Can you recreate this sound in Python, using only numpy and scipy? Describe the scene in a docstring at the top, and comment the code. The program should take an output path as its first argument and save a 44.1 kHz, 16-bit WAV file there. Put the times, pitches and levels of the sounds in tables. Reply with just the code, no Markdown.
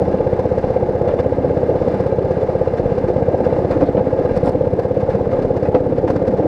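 """In the woods, on a small open rail car. A slow four-stroke engine fires about sixteen times a second:
each firing gives a low push of pressure and a short ring of the exhaust pipe. Steel wheels roar on the rails,
the frame shakes and rattles with every stroke, and both axles knock over the rail joints. Noise sent through
ringing filters makes most of these sounds. A closed housing around the microphone dulls the treble."""
import sys
import numpy as np
from scipy import signal
from scipy.fft import rfft, irfft
from scipy.io import wavfile
from scipy.ndimage import uniform_filter1d

SR = 44100
rng = np.random.default_rng(int(sys.argv[2]) if len(sys.argv) > 2 else 0)


def generate_wav(signal):
    """Clip the signal to [-1, 1] and save it as 16-bit WAV at the path in sys.argv[1]."""
    frames = np.transpose(np.atleast_2d(signal))
    scaled = np.clip(frames, -1, 1) * 32767
    pcm = np.round(scaled).astype(np.int16)
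    wavfile.write(sys.argv[1], SR, pcm)


N = 285322   # length in samples


def from_db(db):
    """Turn decibels into a factor."""
    return 10 ** (np.asarray(db) / 20)


def rms_one(x):
    """Bring a signal to an rms level of 1."""
    return x / np.sqrt(np.mean(x ** 2) + 1e-20)


def in_time(rows):
    """Join the columns of a table by straight lines, one value a sample."""
    s, *columns = np.transpose(rows)
    return [np.interp(np.arange(N) / SR, s, column) for column in columns]


def at_hz(points, hz):
    """Read a (frequency, level) table at any frequency, along a log frequency scale."""
    known_hz, level_db = np.transpose(points)
    return np.interp(np.log(hz), np.log(known_hz), level_db)


def drift(rate_hz):
    """A slow random wander of spread 1, made at every 40th sample and joined by straight lines."""
    r = np.exp(-80 * np.pi * rate_hz / SR)
    slow = signal.lfilter([1], [1, -2 * r, r * r], rng.standard_normal(N // 40 + 2002))
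    slow = rms_one(slow[2000:])   # leave out the filter's start
    return np.interp(np.arange(N) / 40, np.arange(len(slow)), slow)


def filtered(x, order, hz, kind):
    """Keep the part of a sound below, above or between the given frequencies."""
    return signal.sosfilt(signal.butter(order, hz, kind, fs=SR, output="sos"), x)


def ring(drive, hz, t60):
    """One tone of a struck or rubbed body, dying by 60 dB in t60 s; for noise, ring time hardly alters the level."""
    r, w = from_db(-60 / (t60 * SR)), 2 * np.pi * hz / SR
    return np.sqrt(1 - r) * signal.lfilter([0, np.sin(w)], [1, -2 * r * np.cos(w), r * r], drive + 1e-18)


def swelling_contacts(blows, peak_s):
    """Turn each blow into a short burst of noise that swells until peak_s, then dies; also return its pole."""
    r = np.exp(-1 / (peak_s * SR))
    return signal.lfilter([1], [1, -2 * r, r * r], blows) * rng.standard_normal(N), r


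def firings_so_far():
    """Count the firings as a running number; the engine gains speed evenly."""
    first_firing_s, firings_per_s, speedup_per_s2 = 0.02225, 15.98303, 0.148969
    t = np.arange(N) / SR - first_firing_s
    return firings_per_s * t + speedup_per_s2 * t ** 2 / 2


def from_place(fired, place):
    """Distance from a place in the engine cycle, -0.5 to 0.5 cycles."""
    return (fired - place + .5) % 1 - .5


# Surges of rail growl and head wind: (time [s], growl level [dB], wind level [dB])
RIDE_SURGES = [(0, -27.5, -38), (.8, -31.5, -40), (1.7, -24.5, -44), (2.3, -32, -35.5), (3.2, -26, -41),
               (3.9, -25.5, -43), (4.4, -28, -32.5), (5.1, -28, -45.5), (5.4, -24, -33), (5.65, -24, -50),
               (6.2, -23, -43), (6.47, -22.5, -55)]


def wind():
    """Lumpy pressure of the head wind on the housing: very low noise in surges."""
    _, wind_db = in_time(RIDE_SURGES)
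    return from_db(wind_db) * rms_one(filtered(rng.standard_normal(N), 2, [27, 40], "band"))


def rail_growl():
    """The rolling contact keeps a low tone of wheel and rail sounding in surges."""
    growl_db, _ = in_time(RIDE_SURGES)
    return from_db(growl_db + 1.9 * drift(4.0)) * rms_one(ring(rng.standard_normal(N), 287.6, 0.035))


# A thin plate sings briefly: (time [s], level [dB], length [s])
PLATE_PINGS = [(1.08, -51, .02), (1.18, -50, 0.011), (2.408, -53, .026)]


def pings():
    """The plate is rubbed for a moment; its tone rises and fades softly."""
    ping_hz = 3485
    t, drive = np.arange(N) / SR, 0
    for s, db, length_s in PLATE_PINGS:
        drive = drive + from_db(db) * ((t > s) & (t < s + length_s))
    return signal.lfilter([.01], [1, -.99], drive) * np.sin(2 * np.pi * ping_hz * t)


# Blows of the valve gear: (place after the firing [cycles], level before the contacts build up [dB])
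VALVE_BLOWS = [(-.05, -77), (.45, -82)]
# Tones of the valve gear: (frequency [Hz], level [dB], ring time t60 [s])
VALVE_TONES = [(5040, -9, 0.0079), (6400, -11, 0.0054), (7500, -11, 0.0061), (8900, -13, 0.0063),
               (10300, -15, 0.0047)]


def valve_ticks(fired):
    """Twice a cycle the valve gear gives a few milliseconds of bright contacts, each time of another strength."""
    blows = np.zeros(N)
    for place, level_db in VALVE_BLOWS:
        at = np.flatnonzero(np.diff(np.floor(fired - place)) > 0)
        blows[at] = from_db(level_db + 1.1 * rng.standard_normal(len(at)))
    contacts, _ = swelling_contacts(blows, peak_s=.002)
    rings = sum(from_db(db) * ring(contacts, hz, t60) for hz, db, t60 in VALVE_TONES)
    return filtered(rings, 2, [4000, 10500], "band")


# Breath of the intake: (frequency [Hz], width [Hz], level before the valve shapes it [dB])
INTAKE_BREATH = [(665, 160, -35), (832, 190, -35), (1600, 250, -51.5)]


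def intake(fired):
    """Air rushes through the intake while its valve is open."""
    opens, shuts = .5, .9   # cycles after the firing
    opening = np.sin(np.pi * np.clip((fired % 1 - opens) / (shuts - opens), 0, 1)) ** .5
    out = 0
    for hz, width_hz, db in INTAKE_BREATH:
        breath = rms_one(ring(rng.standard_normal(N), hz, 2.2 / width_hz))
        out = out + from_db(db + 2.0 * drift(12)) * opening * breath
    return out


# Dull clacks of the engine: (place after the firing [cycles], length [cycles], frequency [Hz], level [dB])
ENGINE_CLACKS = [(0.48, 0.082, 1700, -45.5), (.93, 0.026, 1300, -40.5), (0.98, 0.015, 820, -47.5),
                 (0.12, 0.035, 3100, -57.5)]


def clacks(fired):
    """Gear and valve play knock at fixed places of the cycle, now harder, now softer."""
    out = 0
    for place, length, hz, db in ENGINE_CLACKS:
        bump = np.exp(-(from_place(fired, place) / length) ** 2)
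        knocking = rms_one(ring(rng.standard_normal(N), hz, 0.0038))
        out = out + bump * from_db(db + 1.1 * drift(7.1)) * knocking
    return out


def panel_buzz():
    """A panel chatters briefly after a knock: a short even run of ticks rings two tones."""
    start_s, length_s, ticks_per_s, level_db = 3.853, .036, 295, -27
    ticks, since = np.zeros(N), np.arange(0, length_s, 1 / ticks_per_s)
    strengths = np.sin(np.pi * since / length_s) ** .5
    ticks[((start_s + since) * SR).astype(int)] = from_db(level_db) * strengths
    return ring(ticks, 3400, .005) - ring(ticks, 4400, .005)


# A loose metal fitting jumps over the roughest joint: (time [s], level [dB])
FITTING_JUMPS = [(4.362, -49), (4.372, -45), (4.434, -53), (4.446, -48), (4.457, -48), (4.466, -49),
                 (4.475, -48), (4.484, -51), (4.492, -46), (4.518, -55)]
# Tones of the fitting: (frequency [Hz], level [dB], ring time t60 [s])
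FITTING_TONES = [(4040, 2, .008), (4500, 1.5, 0.0093), (5240, 0, .008), (7600, -5, .012), (8860, -4, .012),
                 (9700, -9, .008), (10500, -9, .008), (12000, -15, .005)]


def fitting():
    """Each jump is a short scuff that strikes every tone of the fitting with a strength of its own."""
    s, jump_db = np.transpose(FITTING_JUMPS)
    chance, out = rng.standard_normal((len(s), len(FITTING_TONES))), 0
    for k, (hz, level_db, t60) in enumerate(FITTING_TONES):
        blows = np.zeros(N)
        blows[(s * SR).astype(int)] = from_db(jump_db + level_db + 3.2 * chance[:, k])
        contacts, r = swelling_contacts(blows, peak_s=.002)
        scuffs = contacts * (1 - r) * np.e   # the swell peaks at the strength of the blow
        out = out + ring(scuffs, hz, t60)
    return out


def stroke(fired, rise, fall, rebound, rebound_fall):
    """Shape of the shaking: a quick rise at the firing, a slower fall, a smaller blow a revolution later."""
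    def hump(place, dies):
        off = from_place(fired, place)
        return np.exp(-(off / np.where(off < 0, rise, dies)) ** 2)
    return hump(-.045, fall) + rebound * hump(.5, rebound_fall)


# Lift of the noise per unit of stroke shape: (frequency [Hz], lift [dB])
STROKE_LIFT = [(200, 6), (380, 0.5), (520, -2.6), (800, 7.5), (2000, 1), (5000, 4), (10000, 6.5)]


def shaken(source, spectrum, peaks, shape, patchy_db):
    """Colour the source, then lift each half-octave band with the stroke and let it flicker; rms 1."""
    hz = np.maximum(np.fft.rfftfreq(N, 1 / SR), 1)
    level_db = at_hz(spectrum, hz)
    for centre, width, db in peaks:
        level_db = level_db + db / (1 + (2 * (hz - centre) / width) ** 2)
    coloured, out, together = rfft(source) * from_db(level_db), 0, drift(61)
    lowest_hz, highest_hz = spectrum[0][0], spectrum[-1][0]
    for centre in lowest_hz * 2 ** np.arange(0, np.log2(highest_hz / lowest_hz) + .5, .5):
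        band = np.cos(np.pi * np.clip(np.log2(hz / centre), -.5, .5)) ** 2
        flicker_db = patchy_db * (0.65 * together + drift(25))   # partly shared by all bands
        gain_db = at_hz(STROKE_LIFT, centre) * (shape - shape.mean()) + flicker_db
        out = out + from_db(gain_db) * irfft(coloured * band, N)
    return rms_one(out)


def rattle_contacts(shape):
    """Loose parts tick against the frame, most often at the strokes, over an even hiss."""
    born = rng.random(N) < 900 * (shape + .15) / SR
    sizes = from_db(0.9 * np.minimum(rng.exponential(1, N), 4)) * rng.choice([-1, 1], N)
    return rms_one(born * sizes) * 0.13 + rng.standard_normal(N)


# Loose sheet metal: (frequency [Hz], level before the track changes it [dB], ring time t60 [s])
SHEET_TONES = [(1026, -53.5, 0.022), (1220, -53, 0.035), (1610, -52, 0.055), (2090, -57.5, 0.027),
               (2310, -60, .02), (2740, -64, .03), (3000, -70, 0.023), (3444, -71, 0.044),
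               (4050, -69, 0.022)]


def sheets(shape):
    """The sheets are tapped together by chance, mostly at a stroke, each with its own strength, and ring on."""
    taps, out = rng.random(N) < 200 * (shape + .1) / SR, 0
    for hz, db, t60 in SHEET_TONES:
        blows = taps * from_db(3 * rng.standard_normal(N))   # strengths spread by 3 dB
        out = out + from_db(db) * rms_one(ring(ring(blows, hz, t60), hz, .006))
    return out


# The hardest shakes of the loose parts: (time the swell starts [s], level [dB])
HARD_SHAKES = [(.391, -39.5), (.58, -38.5), (1.075, -37), (1.192, -33.5), (1.567, -43.5), (2.0, -39),
               (2.063, -41.5), (2.309, -40), (2.41, -40), (2.774, -37.5), (2.977, -39), (3.08, -39),
               (3.445, -34.5), (3.709, -33.5), (3.805, -40), (4.79, -36), (4.83, -40.5), (5.0, -35),
               (5.1, -36), (5.144, -40.5), (5.31, -37), (5.42, -35.5), (5.562, -38), (5.628, -40),
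               (5.746, -35), (5.974, -36.5), (6.076, -30), (6.099, -30.5), (6.156, -33), (6.269, -32.5),
               (6.371, -40)]


def shakes(clatter):
    """Hard shakes bring short bursts of the brighter part of the clatter."""
    rise_s, fall_s, bursts = .006, .014, 0
    for s, db in HARD_SHAKES:
        t = np.arange(N) / SR - s - rise_s
        bursts = bursts + from_db(db) * np.exp(-(t / np.where(t < 0, rise_s, fall_s)) ** 2)
    return bursts * rms_one(filtered(clatter, 2, 650, "high"))


# Unevenness of the track: (time [s], rattle level, used relative to its mean [dB], wheel roar level [dB])
TRACK_ROUGHNESS = [(0.0, -39, -16.5), (0.36, -41.5, -20), (0.72, -39, -18), (0.85, -42, -19.5),
                   (1.71, -40.5, -19), (1.89, -38, -19.5), (2.2, -41.5, -19.5), (2.72, -40, -21),
                   (3.03, -41, -20), (3.57, -39.5, -18), (3.96, -43, -22), (4.38, -38, -18.5),
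                   (4.56, -43.5, -21.5), (5.46, -41.5, -20), (5.6, -44, -22), (6.47, -42, -18.5)]
# Colour of the rattle: (frequency [Hz], level [dB per Hz])
RATTLE_COLOUR = [(450, -35), (700, -1), (850, -11.5), (1050, -13.5), (1300, -16), (2000, -20), (2500, -32),
                 (3200, -34.5), (3700, -32.5), (5000, -32), (6300, -41.5), (8000, -44.5), (10000, -51),
                 (12000, -56), (13000, -62), (14500, -78.5)]
# Resonances and notches of the panels: (frequency [Hz], width [Hz], level [dB])
PANEL_PEAKS = [(1010, 110, 7), (1220, 71, 5), (1619, 240, 4.5), (2120, 24, 6.5), (2200, 60, 0.5),
               (2340, 62, 3), (2700, 700, 7), (3320, 200, -9), (3474, 120, 8.5), (4000, 90, 4),
               (4000, 70, -3), (6100, 85, 4), (7650, 200, -8), (8700, 160, -2.5)]


def loose_parts(shape, jolt):
    """Ticks and hiss, coloured by the panels, clatter with the strokes, the uneven track and the joint knocks."""
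    rattle_db, _ = in_time(TRACK_ROUGHNESS)
    rattle_db = rattle_db - rattle_db.mean()
    clatter = shaken(rattle_contacts(shape), RATTLE_COLOUR, PANEL_PEAKS, shape, patchy_db=0.34)
    looseness = from_db(-37.5 + rattle_db + .8 * drift(9.3)) + from_db(-11.5) * jolt
    return looseness * clatter + shakes(clatter) + from_db(rattle_db) * sheets(shape)


# Colour of the wheel roar: (frequency [Hz], level [dB per Hz])
ROAR_COLOUR = [(12, -44), (20, -33.5), (55, -22), (100, -11.5), (233, -14), (329, -8.5), (409, -3.5),
               (498, -0.5), (665, -11.5), (841, -18), (1120, -44), (1500, -47), (1950, -63), (3300, -120)]
# Frame resonances in the roar: (frequency [Hz], width [Hz], level [dB])
FRAME_PEAKS = [(190, 41, 10.5), (361.4, 7.8, 9), (480, 390, -1), (680, 250, 1.5), (851.5, 64, 8)]


def wheel_roar(shape):
    """Steel wheels roll on uneven rails: noise coloured by the frame and shaken by the strokes."""
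    _, roar_db = in_time(TRACK_ROUGHNESS)
    roar = shaken(rng.standard_normal(N), ROAR_COLOUR, FRAME_PEAKS, shape, patchy_db=1.2)
    return from_db(roar_db + .9 * drift(4.0)) * roar


# The frame thumps after a joint or a rough spot: (peak time [s], frequency [Hz], peak level [dB], fall [s])
FRAME_THUMPS = [(.146, 185, -17, .012), (1.084, 200, -20, 0.02), (1.691, 384, -12.5, 0.017),
                (1.872, 229, -12.5, 0.012), (1.946, 193, -14, 0.032), (2.004, 182, -13.5, 0.022),
                (2.22, 393, -13, 0.011), (2.966, 410, -13.5, .012), (3.088, 360, -10.5, 0.012),
                (3.183, 260, -12, 0.011), (3.417, 216, -15, 0.016), (3.827, 289, -6, 0.021),
                (3.979, 197, -11.5, 0.022), (4.079, 285, -20, .015), (4.37, 182, -16, .015),
                (4.442, 190, -14.5, 0.009), (4.475, 262, -12, 0.019), (4.738, 396, -12, 0.014),
                (5.752, 414, -14, .01), (5.763, 290, -13.5, .025), (5.9, 263, -16.5, 0.013),
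                (6.046, 337, -11.5, 0.016), (6.288, 245, -14.5, 0.027), (6.386, 414, -10, 0.01),
                (6.408, 303, -14.5, 0.028), (6.45, 307, -9, 0.0092)]


def thumps():
    """A low tone of the frame swells quickly and dies."""
    rise_s, out = 0.008, 0
    for s, hz, db, fall_s in FRAME_THUMPS:
        t = np.arange(N) / SR - s
        swell_and_die = np.where(t < 0, np.exp(-(t / rise_s) ** 2), np.exp(-np.abs(t) / fall_s))
        out = out + from_db(db) * swell_and_die * np.sin(2 * np.pi * (hz * t + rng.random()))
    return out


# Wheels over rail joints:
# (time [s], level of the blow [dB], treble against it [dB], time to die by 60 dB, at least 0.02 [s])
RAIL_JOINTS = [(1.083, -27.5, -7.5, 0.12), (1.187, -28.5, -2, .028), (1.93, -36, -18, 0.11),
               (2.036, -40, 7, 0.019), (3.078, -30, -9, 0.039), (3.174, -33.5, -7, .065),
               (3.7, -29, -1, 0.14), (3.806, -22, -5, 0.072), (3.968, -34.5, -16, 0.085),
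               (4.356, -33, 7, 0.055), (4.446, -28, -3, 0.12), (4.466, -26.5, -8, 0.042),
               (5.128, -32.5, -1, 0.039), (5.324, -37, -6, 0.11), (5.648, -31, 1.5, 0.08),
               (5.743, -19.5, -21, 0.059), (6.076, -22, -17, 0.032), (6.091, -47.5, -8, 0.04),
               (6.262, -46, -4, 0.098), (6.375, -36, -5, 0.11)]
# Tones of the wheel: (frequency [Hz], level [dB], ring time t60 [s])
WHEEL_TONES = [(533, 20.5, 0.032), (707, 5, 0.078), (835, 6.5, 0.065), (980, -11.5, 0.028),
               (1260, -9, 0.037), (1410, -12, 0.062), (1740, -18.5, .03), (2010, -11, 0.076),
               (2500, -20, 0.058), (3620, -26.5, 0.052)]


def joints():
    """Each knock is a clatter of blunt contacts that rings the wheel; also returns the jolt that stirs the rattle."""
    contacts_per_s, clatter_share = 900, 0.56   # the rest of the blow is even noise
    jolt, out = np.zeros((2, N))
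    since = np.arange(SR // 3) / SR
    for s, peak_db, treble_db, t60 in RAIL_JOINTS:
        start = round(s * SR)
        count = min(len(since), N - start)
        burst = from_db(peak_db - 60 * (since / max(t60, .02)) ** 2) * (1 - np.exp(-since / 0.002))
        hits = (rng.random(len(since)) < contacts_per_s / SR) * np.sqrt(SR / contacts_per_s)
        contacts = burst * (np.sqrt(clatter_share) * hits + np.sqrt(1 - clatter_share))
        knock = np.zeros(len(since))
        for hz, level_db, ring_t60 in WHEEL_TONES:
            # the colour changes by chance from knock to knock
            db = level_db + treble_db * (hz > 950) + 5 * rng.standard_normal()
            tone = rms_one(ring(contacts * rng.standard_normal(len(since)), hz, ring_t60))
            knock += from_db(db) * np.std(burst) / 2 * tone
        out[start:start + count] += knock[:count]
        jolt[start:start + count] += burst[:count] * from_db(treble_db)
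    return filtered(out, 3, 4360, "low"), jolt   # the blow of wheel on rail is blunt


def swell(hz, peak_s, rise_s, fall_s):
    """A tone under a bell-shaped swell: gas leaving as the valve opens and shuts; starts 20 ms before the firing."""
    t = np.arange(SR // 16) / SR - .02 - peak_s
    return np.exp(-(t / np.where(t < 0, rise_s, fall_s)) ** 2) * np.cos(2 * np.pi * hz * t)


# Low push of the exhaust: (multiple of the firing rate, rms level before dip and push gain [dB])
PUSH_TONES = [(2, -46), (3, -48.5), (4, -40.5), (5, -27.5), (6, -29), (7, -31), (8, -33), (9, -33.5),
              (10, -37.5), (11, -39.5), (12, -40), (13, -43.5)]


def exhaust_push(fired):
    """Each firing gives one low pressure cycle; a reflection under the car cancels multiples near one pitch."""
    dip_hz, dip_width_hz, dip_db = 91.6, 10.7, -13
    lead_cycles, skew_radians = .011, .9   # the push is centred just ahead of the firing
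    rate_hz, push = np.gradient(fired) * SR, 0
    for order, db in PUSH_TONES:
        lost_db = dip_db / (1 + (2 * (order * rate_hz - dip_hz) / dip_width_hz) ** 2)
        phase = 2 * np.pi * order * (fired + lead_cycles) - skew_radians
        push = push - np.sqrt(2) * from_db(db + lost_db) * np.sin(phase)
    return from_db(1.5 + 0.8 * drift(11.0)) * push


# Rings of the exhaust pipe:
# (frequency [Hz], level against the strongest ring [dB], peak after the firing [s], rise [s], fall [s])
PIPE_RINGS = [(500, 0, -.0045, .0029, .0068), (505, -17, .0056, .003, .003), (480, -13, .013, .004, .004),
              (690, -17, -.0042, .003, .002), (690, -19, .004, .0025, .0035), (860, -24, .001, .0015, .009),
              (280, -23, .002, .003, .009)]


def exhaust_pipe(fired):
    """Each firing sets the pipe ringing, every ring with a strength of its own."""
    strongest_db, spread_db, jitter_s = -6, .8, .00027   # jitter: spread of the moment of ignition
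    at = np.flatnonzero(np.diff(np.floor(fired), prepend=-1) > 0)
    chance = rng.standard_normal((len(at), len(PIPE_RINGS) + 1))
    at = np.clip(at + (chance[:, -1] * jitter_s * SR).astype(int), 0, N - 1)
    lead, out = round(.02 * SR), 0   # the swell starts this many samples early
    for k, (hz, db, *timing) in enumerate(PIPE_RINGS):
        ring_spread_db = spread_db * (2 if k else 1)   # the weaker rings change twice as much
        firings = np.zeros(N)
        firings[at] = from_db(strongest_db + db + ring_spread_db * chance[:, k])
        out = out + signal.fftconvolve(firings, swell(hz, *timing))[lead:N + lead]
    return out


def scene():
    """Add up the ride, from the wind to the exhaust; strokes and joint knocks stir the loose parts."""
    fired = firings_so_far()
    shape = stroke(fired, rise=0.03, fall=0.13, rebound=0.22, rebound_fall=0.22)   # in cycles; rebound a factor
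    knocks, jolt = joints()
    engine_details = valve_ticks(fired) + intake(fired) + clacks(fired)
    metal = pings() + panel_buzz() + fitting() + loose_parts(shape, jolt)
    wheels = rail_growl() + wheel_roar(shape) + thumps() + knocks
    exhaust = exhaust_push(fired) + exhaust_pipe(fired)
    return (wind() + engine_details + metal + wheels + exhaust)[None]


def gain_control(x):
    """Loud stretches pull the gain down at once; it creeps back."""
    threshold_db, share_taken_off, recover_db_per_s = -12.5, 0.4, 5
    recovered_db = recover_db_per_s * np.arange(N) / SR
    level_db = 10 * np.log10(uniform_filter1d(x ** 2, size=2600) + 1e-12)
    held_db = np.maximum.accumulate(level_db + recovered_db, axis=-1) - recovered_db
    return x * from_db(-share_taken_off * np.maximum(held_db - threshold_db, 0))


def record(dry):
    """The housing dulls the treble; soft rounding, gain control, bass cut, the highest peaks rounded, top cut."""
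    dulled = filtered(dry, 4, 12700, "low")
    rounded = 2.35 * np.tanh(dulled / 2.616)
    heard = filtered(gain_control(rounded), 3, 25, "high")
    heard = heard / (1 + heard ** 8) ** (1 / 8) * .98
    return signal.sosfilt(signal.cheby2(12, 70, 15600, fs=SR, output="sos"), heard)


dry = scene()
out = record(dry)
generate_wav(out)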